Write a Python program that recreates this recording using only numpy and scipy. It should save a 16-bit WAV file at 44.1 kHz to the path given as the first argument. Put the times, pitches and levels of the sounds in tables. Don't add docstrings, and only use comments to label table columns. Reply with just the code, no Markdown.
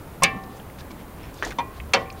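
import sys
import numpy as np
from scipy import signal
from scipy.fft import rfft, irfft
from scipy.io import wavfile
from scipy.ndimage import uniform_filter1d

SR = 44100
rng = np.random.default_rng(int(sys.argv[2]) if len(sys.argv) > 2 else 0)


def voltage_ratio(decibels):
    exponent = np.asarray(decibels, float) / 20
    return 10 ** exponent


def unload_wav(signal):
    wavfile.write(
        sys.argv[1],
        SR,
        np.round(np.clip(np.atleast_2d(signal).T, -1, 1) * 32767).astype(np.int16),
    )


N = 97020


def evened(x):
    return x / np.sqrt(np.mean(x ** 2) + 1e-20)


def read(points, hz):
    f, value = np.transpose(points)
    return np.interp(np.log(hz + 1), np.log(f + 1), value)


def add(mix, s, sound):
    part = mix[round(s * SR):][:len(sound)]
    part += sound[:len(part)]


def band(x, hz, width):
    turn = np.exp(2j * np.pi * hz * np.arange(len(x)) / SR)
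    r = np.exp(-np.pi * width / SR)
    smooth = signal.lfilter([(1 - r) ** 2], [1, -2 * r, r * r], x / turn)
    return 2 * (turn * smooth).real


# f/Hz, spectral density level/dB
AIR_SPECTRUM = [(22, -6.5), (50, 2.5), (250, -5.5), (1100, -14.5), (2200, -24.5), (5500, -35), (8500, -33),
                (12500, -31), (15800, -30.5)]


def air():
    level_db, hiss_edge_hz = -40, 15800
    frames, hz = N // 512 + 5, np.fft.rfftfreq(2048, 1 / SR)
    real, imag, patches = rng.standard_normal((frames, 1025, 3)).T
    patches = uniform_filter1d(patches, size=12, axis=0)
    patches = evened(uniform_filter1d(patches, size=6, axis=1))
    drift_db = 0.5 * patches / (1 + (hz[:, None] / 4000) ** 2)
    z = (real + 1j * imag) * voltage_ratio(read(AIR_SPECTRUM, hz)[:, None] + drift_db)
    z = z * (hz < hiss_edge_hz)[:, None]
    noise = signal.istft(z, nperseg=2048, noverlap=1536)[1][:N]
    return voltage_ratio(level_db) * evened(noise)


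# t/s, duration/s, level/dB, f/Hz
BUMPS = [
    (0.429, 0.1, -54, 61.6),
    (1.075, 0.047, -53, 45.5),
    (1.42, 0.13, -37, 45.4),
    (1.755, 0.15, -32, 66.5),
]


def bumps():
    wander = 0.179
    out = np.zeros(N)
    for (s, length, db, hz), phase in zip(BUMPS, rng.random(len(BUMPS))):
        t = np.arange(0, length, 1 / SR)
        turns = np.cumsum(hz * (1 + wander * np.cos(3 * np.pi * t / length))) / SR
        swell = np.sin(np.pi * t / length) ** 0.5
        add(out, s, voltage_ratio(db) * swell * np.sin(2 * np.pi * (turns + phase)))
    return out


# t/s, duration/s, level/dB, centre f/Hz
RUBS = [(.25, 0.15, -32, 170), (0.398, 0.14, -40, 193), (0.491, 0.085, -57, 3150), (.56, 0.028, -54, 6000),
        (0.781, 0.042, -48.5, 3530), (0.901, 0.025, -50, 4000), (0.983, 0.048, -55, 2490),
        (1.176, 0.15, -50.5, 2170), (1.328, 0.16, -52.5, 4050), (1.416, 0.085, -43, 3320),
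        (1.425, 0.1, -36.5, 400), (1.739, 0.061, -55, 3400), (2.156, 0.083, -51.5, 3370),
        (0.272, 0.15, -42, 640), (0.268, .15, -53, 2200), (.89, 0.067, -42, 258), (1.332, 0.09, -52, 375),
        (1.954, 0.093, -53, 3800)]


def rubs():
    grains_per_s, grain_spread_db, relative_width = 2500, 2.5, 1.03
    out = np.zeros(N)
    for (s, length, db, hz), draw in zip(RUBS, rng.random((len(RUBS), 3, 8000))):
        n = min(round(length * SR), 8000)
        present = draw[0] < grains_per_s / SR
        sign = np.sign(draw[1] - 0.5)
        grains = present * sign * voltage_ratio(-grain_spread_db * np.log(draw[2] + 0.00059))
        rub = evened(band(grains, hz, relative_width * hz))[:n]
        stroke = np.sin(np.pi * np.arange(n) / n) ** 0.63
        add(out, s, voltage_ratio(db) * rub * stroke)
    return out


# t/s, level/dB, f/Hz, bandwidth/Hz, t60/s
TICKS = [(0.437, -42.5, 3220, 4800, 0.051), (0.477, -35.5, 794, 199, 0.025),
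         (0.599, -45.5, 3170, 800, 0.044), (0.785, -47, 2050, 1510, 0.07), (0.788, -45, 3880, 4000, 0.036),
         (0.797, -55, 5830, 400, 0.11), (.81, -48, 1660, 150, .15), (.905, -43, 1000, 300, 0.23),
         (0.908, -50, 2260, 200, 0.24), (1.232, -54, 5350, 300, 0.333), (1.342, -42.5, 6270, 5000, 0.042),
         (1.375, -44, 5500, 4060, 0.033), (1.39, -49.5, 3500, 300, 0.095), (1.425, -30, 710, 845, 0.29),
         (1.4253, -25, 1740, 900, 0.21), (1.4497, -29, 6100, 3430, 0.059), (1.467, -28.5, 690, 870, 0.046),
         (1.4709, -39.5, 5100, 6000, 0.2), (1.507, -33, 2000, 2410, 0.1), (1.5062, -39, 6400, 4000, 0.038),
         (1.521, -38, 2310, 3960, 0.026), (1.8014, -30, 2350, 813, 0.037), (2.058, -43, 2380, 250, 0.46),
         (2.1017, -34.5, 2520, 490, 0.035), (2.102, -38, 4520, 1190, 0.05), (2.126, -41, 6780, 2530, 0.025)]


def ticks():
    out, t = np.zeros(N), np.arange(6000) / SR
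    for (s, db, hz, width, t60), noise in zip(TICKS, rng.standard_normal((len(TICKS), 6000))):
        click = 5.9 * np.sqrt(SR / width) * (t == 0) / 3
        rattle = evened(band(noise + click, hz, width))
        add(out, s, voltage_ratio(db - 4.5 - 60 * t / t60) * rattle)
    return out


def ring(modes, size=SR):
    twin_ratio, twin_db = 1.011, -11
    t, out = np.arange(size) / SR, 0
    for hz, db, t60 in modes:
        phase = rng.random()
        main = np.sin(2 * np.pi * (hz * t + phase))
        twin = np.sin(2 * np.pi * (hz * twin_ratio * t - phase))
        out = out + voltage_ratio(db - 60 * t / t60) * (main + voltage_ratio(twin_db) * twin)
    return out


# t/s, level/dB
SLIPS = [(1.4274, -21.5), (1.4305, -17), (1.432, -16), (1.438, -21), (1.4428, -26), (1.448, -24),
         (1.4529, -28), (1.455, -30), (1.463, -35), (1.467, -30), (1.474, -32), (1.483, -34.5),
         (1.493, -33), (1.5065, -34), (1.5099, -27), (1.513, -28), (1.5215, -22), (1.527, -31)]
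# f/Hz, level/dB, t60/s
SLIP_MODES = [(413, -5.5, 0.024), (800, -4.5, .02), (1114, -2, 0.022), (1714, 1.5, 0.023),
              (2580, -9, 0.017), (3470, -2, 0.013), (6000, -7, 0.0067)]


def slips():
    level_db, scatter = -10, 0.096
    out = np.zeros(N)
    for s, db in SLIPS:
        shift = 1 + scatter * rng.standard_normal(len(SLIP_MODES))
        modes = [(hz * k, d, t60) for (hz, d, t60), k in zip(SLIP_MODES, shift)]
        add(out, s, voltage_ratio(db + level_db) * ring(modes, size=3000))
    return out


# t/s, swell/s, f/Hz, level/dB, t60/s
BENDS = [(.2213, 0.0033, 1040, -11.5, .04), (.2269, .005, 1056, -8, 0.032),
         (.2345, 0.0081, 2332, -8.5, 0.13), (.236, 0.0081, 787, -17, 0.12),
         (1.585, 0.0031, 958, -14, 0.051), (1.5935, 0.0033, 950, -16, 0.016),
         (1.602, 0.0055, 958, -19, 0.084), (1.596, 0.0065, 524, -34, 0.095),
         (1.9407, 0.0079, 786, -12.5, 0.056), (1.939, 0.0054, 1390, -17, 0.043),
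         (1.9345, 0.0015, 3250, -15, .03), (1.94, 0.0041, 4400, -14.5, .04),
         (1.4251, 0.00041, 1480, -12, 0.0041), (1.4275, 0.0022, 1900, -26.5, 0.057),
         (1.467, .001, 860, -25.5, .01), (0.7, 0.00044, 2040, -35.5, 0.0065),
         (.233, 0.0014, 1066, -13.5, .02), (1.587, .006, 1040, -24, 0.059), (1.938, 0.012, 548, -16.5, .2),
         (1.94, 0.021, 462, -23, 0.15), (1.936, 0.0062, 400, -21, 0.072)]


def bends():
    out, t = np.zeros(N), np.arange(SR // 2) / SR
    for s, swell, hz, db, t60 in BENDS:
        rise = np.sin(np.pi / 2 * np.minimum(t / swell, 1)) ** 2
        decay = voltage_ratio(db - 60 * np.maximum(t - swell, 0) / t60)
        add(out, s, rise * decay * np.sin(2 * np.pi * hz * t))
    return out


# f/Hz, t60/s
CRACK_T60 = [(120, 0.69), (300, 0.36), (1000, 0.17), (3000, 0.098), (6000, 0.055), (10000, 0.054),
             (16000, 0.038)]


def crack(colour):
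    tail_db, tail_stretch = -23, 3.67
    t, edges, out = np.arange(SR) / SR, np.geomspace(80, 18000, 25), 0
    z, hz = rfft(rng.standard_normal((2, SR))), np.fft.rfftfreq(SR, 1 / SR)
    z = z * voltage_ratio(read(colour, hz))
    z = z / np.sqrt(np.sum(abs(z) ** 2)) * SR
    for lo, hi in zip(edges, edges[1:]):
        fall_db = -60 * t / read(CRACK_T60, np.sqrt(lo * hi))
        near, far = irfft(z * ((hz >= lo) & (hz < hi)), SR)
        out = out + near * voltage_ratio(fall_db) + far * voltage_ratio(tail_db + fall_db / tail_stretch)
    return out


# t/s, level/dB, contact time/ms
SNAP = [
    (.2215, -4.5, 0.76),
    (.2245, -14, 0.28),
    (.229, -16, 0.34),
    (.2345, -3.5, 0.078),
    (.2362, -6.5, 0.11),
    (.2389, -8, 0.074),
    (.2435, -7, 0.26),
    (.2505, -11, 0.51),
]
KNOCK = [
    (1.585, -17, 0.18),
    (1.589, -31, 0.51),
    (1.5956, -21, 0.3),
    (1.6029, -24, 0.67),
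]
SEAT = [
    (1.9349, -2, 0.12),
    (1.939, -6, 0.28),
    (1.943, -13.5, 0.36),
    (1.951, -7, 1),
    (1.962, -10, 0.54),
]
# f/Hz, level/dB, t60/s
SNAP_MODES = [(170, -10, 0.21), (530, -8, 0.061), (769, -5, 0.079), (1220, -13, 0.12), (1660, -10.5, 0.13),
              (2070, -5, 0.0544), (2185, -5, 0.11), (2344, -11.5, 0.24), (1440, -18, 0.046),
              (2560, -7, 0.084), (2634, -9.5, 0.25), (2720, -5.5, .1), (3030, -18, 0.21), (3610, -7, 0.053),
              (4180, -8, 0.044), (4680, -6.5, 0.1), (5760, 7.5, 0.015), (6460, -9, 0.067)]
KNOCK_MODES = [(246.4, -11.5, 0.144), (523.6, -11.5, 0.16), (783, -19, 0.22), (963, -16, 0.093),
               (2103, -10, .08), (2350, -14.5, .087), (2425, -18.5, 0.24), (3130, -14, 0.095),
               (3192, -21, 0.083), (3532, -8, 0.071), (6000, -10, 0.045)]
SEAT_MODES = [(1096, -11, .15), (1153, -7, 0.13), (1323, -9, 0.12), (1380, -5, 0.072), (1945, -11.5, 0.23),
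              (2245, 3.5, 0.078), (2332, 1.5, 0.14), (2597, -3, 0.13), (2745, -13, .1), (2894, -14, 0.15),
              (3125, -5, 0.15), (3590, -5, 0.12), (4310, 3, 0.05), (4580, -8, 0.081), (4860, -17.5, 0.061),
              (6202, 0.5, 0.054)]
# f/Hz, t60/s, then level/dB for snap, knock, seating
DISC = [(471, 0.96, -51, -50, -46), (772, 1.08, -34.5, -56, -33), (1059, 0.68, -26.5, -20, -23.5),
        (1087, 0.533, -32.5, -19, -27.5), (1160, 0.72, -30, -37, -36), (1730, 0.032, -42, -39, -39),
        (1786.5, 0.55, -30, -46, -23), (1949, 0.42, -26, -24.5, -34), (2143, 0.24, -20.5, -34, -28),
        (2700, 0.16, -19, -29, -20.5)]
# f/Hz, spectral density level/dB
SNAP_CRACK = [(100, -20), (200, -6.5), (600, -12), (2000, -6), (3000, 0), (6000, -9.5), (9000, -16),
              (16400, -20)]
KNOCK_CRACK = [(120, -10), (250, -11), (1000, -2.5), (1500, -10.5), (3500, -10), (6000, -14.5),
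               (10000, -15), (14000, -50)]
SEAT_CRACK = [(100, -10.5), (250, -13), (700, -5), (2200, -6), (3300, -4.5), (6000, -5.5), (12000, -20),
              (16400, -22)]
# mode level/dB, overtone level/dB, bracket rise time/ms
MODES_DB = (-8, 0, -15)
CRACK_DB = (-9.5, -8.5, -6)
RISE_MS = (0.19, 1.3, 0.95)


def clank(k):
    contact_db, contact_ms, contact_hz = (1.5, -20, -36)[k], 0.98, 7600
    force, t = np.zeros(N), np.arange(SR) / SR
    for s, db, ms in (SNAP, KNOCK, SEAT)[k]:
        u = np.arange(1, 300) / SR / (ms * 0.00076)
        push = u ** 2 * np.exp(-2 * np.pi * u)
        add(force, s, voltage_ratio(db) * push / push.sum())
    bracket = voltage_ratio(MODES_DB[k]) * ring((SNAP_MODES, KNOCK_MODES, SEAT_MODES)[k])
    overtones = voltage_ratio(CRACK_DB[k]) * crack((SNAP_CRACK, KNOCK_CRACK, SEAT_CRACK)[k])
    disc = ring([(row[0], row[2 + k], row[1]) for row in DISC])
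    rise = 1 - np.exp(-t * 1e3 / RISE_MS[k])
    contact = evened(band(rng.standard_normal(SR), contact_hz, 0.75 * contact_hz))
    contact = contact * np.exp(-t * 1e3 / contact_ms)
    response = (bracket + overtones + disc) * rise + voltage_ratio(contact_db) * contact
    return signal.fftconvolve(force, response)[:N]


def scene():
    background = air() + bumps()
    handling = rubs() + ticks() + slips() + bends()
    clanks = clank(0) + clank(1) + clank(2)
    return (background + handling + clanks)[None]


def band_limit(x):
    return signal.sosfilt(signal.butter(12, 16700, fs=SR, output="sos"), x)


def record(dry):
    knee_db, squeeze, recover_db_per_s, ceiling = -27, 0.2, 60, 0.9
    notch_hz, notch_width_hz, notch_db, edge_hz = 7890, 90, -11, 16550
    power_db = 10 * np.log10(abs(uniform_filter1d(dry[0] ** 2, size=600)) + 1e-12)
    fall = np.arange(N) * recover_db_per_s / SR
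    held_db = np.maximum.accumulate(power_db + fall) - fall
    over_db = np.maximum(held_db - knee_db, 0)
    x = dry * voltage_ratio(-squeeze * uniform_filter1d(over_db, size=300))
    x = x / (1 + (x / ceiling) ** 8) ** (1 / 8)
    hz = np.fft.rfftfreq(N, 1 / SR)
    notch = voltage_ratio(notch_db * np.exp(-((hz - notch_hz) / notch_width_hz) ** 2))
    mix = irfft(rfft(x) * notch / (1 + (hz / edge_hz) ** 200), N)
    return band_limit(mix)


dry = scene()
out = record(dry)
unload_wav(out)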